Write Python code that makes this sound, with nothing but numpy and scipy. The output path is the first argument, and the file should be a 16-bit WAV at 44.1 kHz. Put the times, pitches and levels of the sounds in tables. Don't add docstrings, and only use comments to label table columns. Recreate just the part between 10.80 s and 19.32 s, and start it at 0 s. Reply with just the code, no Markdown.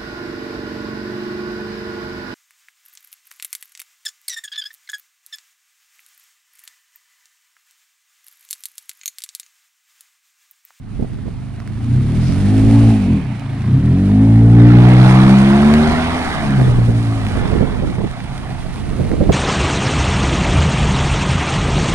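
import sys
import numpy as np
from scipy import signal
from scipy.fft import rfft, irfft, next_fast_len
from scipy.io import wavfile
from scipy.ndimage import uniform_filter1d, map_coordinates

SR = 44100
rng = np.random.default_rng(int(sys.argv[2]) if len(sys.argv) > 2 else 0)


def to_wav(s):
    ch = np.atleast_2d(s).T
    pcm = np.round(np.clip(ch, -1, 1) * 32767)
    wavfile.write(sys.argv[1], SR, pcm.astype(np.int16))


N = 375732

# (frequency [Hz], gain [dB])
PIPE_RESPONSE = [(25, -42), (42, -24), (60, -21), (85, -11), (108, -6), (130, 1), (143, -10), (176, -13.5),
                 (203, -4.5), (220, -8), (250, -9), (272, -3.5), (305, -15), (385, -18), (450, -19),
                 (570, -21), (740, -13), (900, -14), (1200, -24)]


def exhaust(speed, angle, flutter=.081, rough=.47, smear=.092, half_order_db=-20):
    # (time [s], relative level [dB])
    drive = [(0, -32.5), (.85, -27.5), (1.18, -12), (1.48, -15.5), (1.84, -9), (2.11, -6.5), (2.19, -16.5),
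             (2.34, -10), (2.42, -18.5), (2.62, -26), (2.95, -9.5), (3.15, -12), (3.85, -5), (4.7, -13.5),
             (4.95, -9.5), (5.3, -21), (5.55, -28), (5.72, -17.5), (6.1, -16.5), (6.52, -22), (6.8, -38),
             (7.5, -30)]
    facings = [1.3, 2, 3.6, 4.7, 6]
    strong_orders = [(9, 5, 8, 2, 9), (3.5, 3, 3, 0.5, 6.5), (0.5, -9, 2, 9.5, 1.5),
                     (0.5, 2.5, 1.5, -8.5, -2.5), (-6.5, 0, -1.5, 7.5, -3.5)]
    drive_db = curves(drive)[0]
    ragged = amp(4 * np.log2(speed.mean() / speed) + 3 * overrun(speed))
    notes = np.zeros(N)
    for order in np.arange(2, 33) / 2:
        strong = order % 1 == 0 and order <= len(strong_orders)
        if strong:
            order_db = curves(list(zip(facings, strong_orders[int(order) - 1])))[0]
            order_db += .6 * (order - 1) * wander(5.5)
        else:
            order_db = -5 - 1.63 * max(order - len(strong_orders), 0)
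            order_db += half_order_db if order % 1 else 0
        level = amp(drive_db + order_db + read(PIPE_RESPONSE, order * speed))
        level *= 1 + ragged * (flutter * wander(21) if strong else rough * wander(8.4))
        phase = order * angle + pipe_phase(order)
        phase += smear * ragged * order / 10 * wander(8.4)
        notes += np.sqrt(2) * level * np.cos(phase)
    return notes + amp(drive_db - 20) * ragged * burble(angle)


def burble(angle, top_hz=440):
    puffs = rng.standard_normal(N) * (1 + np.cos(2 * angle))
    puffs = filtered(puffs, lambda hz: 1 / (1 + (hz / top_hz) ** 4))
    return coloured(puffs, PIPE_RESPONSE)


def pipe_phase(order):
    return -.7 * order ** 2 if order <= 5 else 2 * np.pi * rng.random()


def overrun(speed, shut_turns_per_s2=10):
    falling = -SR * np.gradient(uniform_filter1d(speed, size=6000))
    return np.tanh(np.maximum(falling, 0) / shut_turns_per_s2)


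def scrub(level_db, angle, gain_db=4.5, drift_db=.1, throb=.17):
    # (frequency [Hz], relative level [dB])
    spectrum = [(250, 4), (500, -6.5), (700, 4.5), (950, -0.5), (1300, -2), (1700, -4.5), (2100, -6.5),
                (2600, -11), (3100, -12.5), (3600, -12), (6000, -25.5), (12000, -77.5)]
    grip = amp(drift_db * wander(28)) * (1 + throb * (np.cos(angle) + np.cos(2 * angle)))
    roar = patchy(coloured(port_noise(), spectrum), depth_db=2.5, span_hz=88.5, span_s=.03)
    return amp(level_db + gain_db) * unit(roar * grip)


def spray(level_db, gain_db=7, drops_db=-9, drops_per_s=500, spread_db=6):
    # (frequency [Hz], relative level [dB])
    spectrum = [(400, 4.5), (1500, 4), (2800, 4), (4500, 0.5), (7500, -5), (9500, -0.5), (10600, -8.5),
                (12000, -18.5), (16000, -29)]
    sizes = amp(spread_db * np.minimum(rng.exponential(1, N), 4.5)) * rng.choice([-1, 1], N)
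    drops = unit(sizes * (rng.random(N) < drops_per_s / SR))
    hiss = coloured(port_noise() + amp(drops_db) * drops, spectrum) * amp(1.1 * wander(20))
    return amp(level_db + gain_db) * unit(hiss)


def swish(s, half_length_s, peak_db, hz, octaves):
    water = filtered(rng.standard_normal(N), lambda f: np.exp(-(np.log2((f + 1) / hz) / octaves) ** 2))
    swell = np.exp(-((np.arange(N) / SR - s) / half_length_s) ** 2)
    return amp(peak_db) * swell * unit(water)


def ticks(decay_s=.001):
    # (time [s], level before the tone shaping [dB])
    bursts = [(.802, -32), (.876, -31), (2.203, -29), (2.596, -31), (2.82, -32), (4.939, -11), (6.467, -23),
              (7.404, -30), (8.316, -25)]
    out, t = np.zeros(N), np.arange(600) / SR
    for s, db in bursts:
        out[round(s * SR):][:len(t)] += amp(db) * np.exp(-t / decay_s) * rng.standard_normal(len(t))
    return filtered(out, lambda hz: amp(read([(2000, 14.5), (9500, -4), (14000, -12)], hz)))


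def wind(shared=.26, thump_db=-3, slap_db=14, strong_wind_db=-15.5, bright_gust_db=-11):
    # (time [s], level [dB])
    strength = [(0, -35.5), (.2, -23), (.5, -26), (.75, -28.5), (1.35, -24), (1.9, -18), (2.6, -35.5),
                (3.1, -40), (4, -20), (4.3, -47), (5.3, -38), (5.85, -17.5), (6.25, -24.5), (6.72, -16.5),
                (6.9, -18), (7.25, -20), (7.29, -26), (7.95, -22.5), (8.35, -15.5)]
    # (time [s], relative level [dB], rise [s])
    gust_events = [(.191, -20, .006), (.222, -14, .004), (.243, -19, .004), (.452, -21, .014),
                   (1.485, -19, .008), (5.786, -16, .005), (5.813, -14, .005), (5.868, -17, .014),
                   (5.983, -14, .006), (6.082, -15, .008), (6.55, -19, .016), (6.603, -16, .01),
                   (6.71, -16, .028), (6.807, -13, .006), (6.823, -12.5, .005), (7.01, -19, .025),
                   (7.175, -18, .012), (7.23, -20, .012), (8.19, -16, .012), (8.31, -18, .008),
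                   (8.405, -10, .008), (8.489, -4, .007)]
    # (frequency [Hz], relative level [dB])
    buffet_spectrum = [(10, -20), (30, 4), (110, -2), (200, -3), (300, -13), (500, -30), (2000, -69)]
    eddy_spectrum = [(30, -8), (150, -1), (420, -3), (650, -12), (1100, -31), (4000, -54), (12000, -80)]
    wind_db = curves(strength)[0]
    eddy_db = -17 + 2.5 * (wind_db - strong_wind_db)
    gusts = sum(amp(db) * gust(s, rise) for s, db, rise in gust_events)
    slaps = amp(slap_db) * sum(amp(db) * slap(s, rise) for s, db, rise in gust_events)
    air = rng.standard_normal((2, N)) + shared * rng.standard_normal(N)
    rumble = unit(coloured(air, buffet_spectrum) * amp(wander(25)))
    rumble *= amp(wind_db) + amp(thump_db) * gusts
    eddies = coloured(rng.standard_normal((2, N)) * amp(3.2 * wander(40)), eddy_spectrum)
    eddies *= amp(eddy_db) + gusts * (gusts / amp(bright_gust_db)) ** .4
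    return rumble * amp([[-6], [0]]) + (eddies + slaps) * amp([[-13], [0]])


def gust(s, rise):
    u = np.maximum(np.arange(N) / SR - s, 0) / rise
    return u * np.exp(np.maximum(1 - u, -50))


def slap(s, rise, width_s=.0018):
    u = (np.arange(N) / SR - s - rise) / width_s
    return width_s / rise * (1 - 2 * u ** 2) * np.exp(-np.minimum(u ** 2, 50))


def port_noise():
    # (frequency [Hz], coherence [0 to 1])
    likeness = [(500, 0.58), (3000, 0.79), (7000, 0.33)]
    common, own = rng.standard_normal((2, N))
    same = lambda hz: np.clip(read(likeness, hz), 0, 1)
    left = filtered(common, same) + filtered(own, lambda hz: np.sqrt(1 - same(hz) ** 2))
    return np.array([left, common])


def shaded_port(x):
    # (time [s], delay [samples])
    lag = [(2.2, -1.3), (3, 2.5), (4.1, 6), (7.1, 5.7), (8.5, 2)]
    # (frequency [Hz], gain [dB])
    shade = [(400, 0), (1000, -3.5), (1450, -4.5), (2200, 0.5), (3400, -11.5), (4300, -6.5), (5800, -16.5),
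             (9000, -20.5), (15000, -15)]
    delayed = map_coordinates(x, [np.arange(N) - curves(lag)[0]], order=3, mode="nearest")
    return filtered(delayed, lambda hz: amp(read(shade, hz)))


def amp(db):
    return 10 ** (np.asarray(db) / 20)


def unit(x):
    return x / np.sqrt(np.mean(x ** 2) + 1e-20)


def curves(rows):
    s, *columns = np.transpose(rows)
    return [np.interp(np.arange(N) / SR, s, c) for c in columns]


def read(points, hz):
    f, value = np.transpose(points)
    return np.interp(np.log(hz + 1), np.log(f), value)


def filtered(x, gain):
    size = next_fast_len(N + 4096)
    return irfft(rfft(x, size) * gain(np.fft.rfftfreq(size, 1 / SR)), size)[..., :N]


def coloured(x, spectrum):
    return unit(filtered(x, lambda hz: amp(read(spectrum, hz))))


def wander(hz):
    f = np.fft.rfftfreq(8192, 1 / 800)
    slow = irfft(rfft(rng.standard_normal(8192)) / (1 + (f / hz) ** 4))
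    return np.interp(np.arange(N) / SR, np.arange(8192) / 800, unit(slow))


def patchy(x, depth_db, span_hz, span_s):
    hz, s, bins = signal.stft(x, SR, nperseg=512, noverlap=384)
    field = rng.standard_normal(bins.shape[-2:])
    for axis, steps in enumerate([span_hz / hz[1], span_s / s[1]]):
        field = signal.lfilter([1], [1, -np.exp(-1 / steps)], field, axis=axis)
    return signal.istft(bins * amp(depth_db * unit(field)), SR, nperseg=512, noverlap=384)[1][..., :N]


def scene():
    # (time [s], crankshaft speed [turns/s])
    revs = [(.85, 25.5), (1.1, 29.8), (1.22, 33.5), (1.35, 38.5), (1.6, 48.3), (1.78, 53.4), (1.97, 56),
            (2.12, 56.2), (2.35, 41.1), (2.5, 30.5), (2.65, 26.7), (2.84, 27.8), (2.97, 33), (3.08, 41.5),
            (3.19, 47), (3.47, 55.3), (4.09, 61.2), (4.72, 68.4), (4.95, 75.2), (5.37, 84.5), (5.67, 70),
            (5.95, 59.2), (6.33, 55.9), (6.51, 50.2), (6.8, 45), (7.5, 26)]
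    # (time [s], relative scrub level [dB], relative spray level [dB])
    tyres = [(0, -58, -67), (.15, -51, -56), (.8, -49, -56.5), (1.4, -41, -44.5), (2.05, -37.5, -38.5),
             (2.45, -40.5, -53), (3.7, -37, -47), (3.82, -27.5, -47.5), (4.25, -20.5, -38),
             (4.8, -23, -38.5), (5.1, -21.5, -38), (5.72, -27, -40.5), (6.1, -37, -43.5),
             (6.65, -30, -42.5), (7, -35, -48.5), (8.2, -40, -45.5)]
    # (time [s], half length [s], top level [dB], centre [Hz], width [octaves])
    front_tyre = (1.48, .07, -39, 4900, .4)
    rear_tyre = (2.25, .4, -40, 2500, .28)
    speed = curves(revs)[0] * (1 + .0016 * wander(7.15))
    angle = 2 * np.pi * np.cumsum(speed) / SR
    scrub_db, spray_db = curves(tyres)
    left, right = exhaust(speed, angle) + scrub(scrub_db, angle) + spray(spray_db) + ticks()
    return np.array([shaded_port(left) + swish(*front_tyre), right + swish(*rear_tyre)]) + wind()


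def record(dry, edge_hz=16000):
    rounded = dry / (1 + dry ** 8) ** (1 / 8)
    lowpass = signal.firwin(511, edge_hz, window=("kaiser", 9), fs=SR)
    return signal.oaconvolve(rounded, lowpass[None], "same")


dry = scene()
out = record(dry)
to_wav(out)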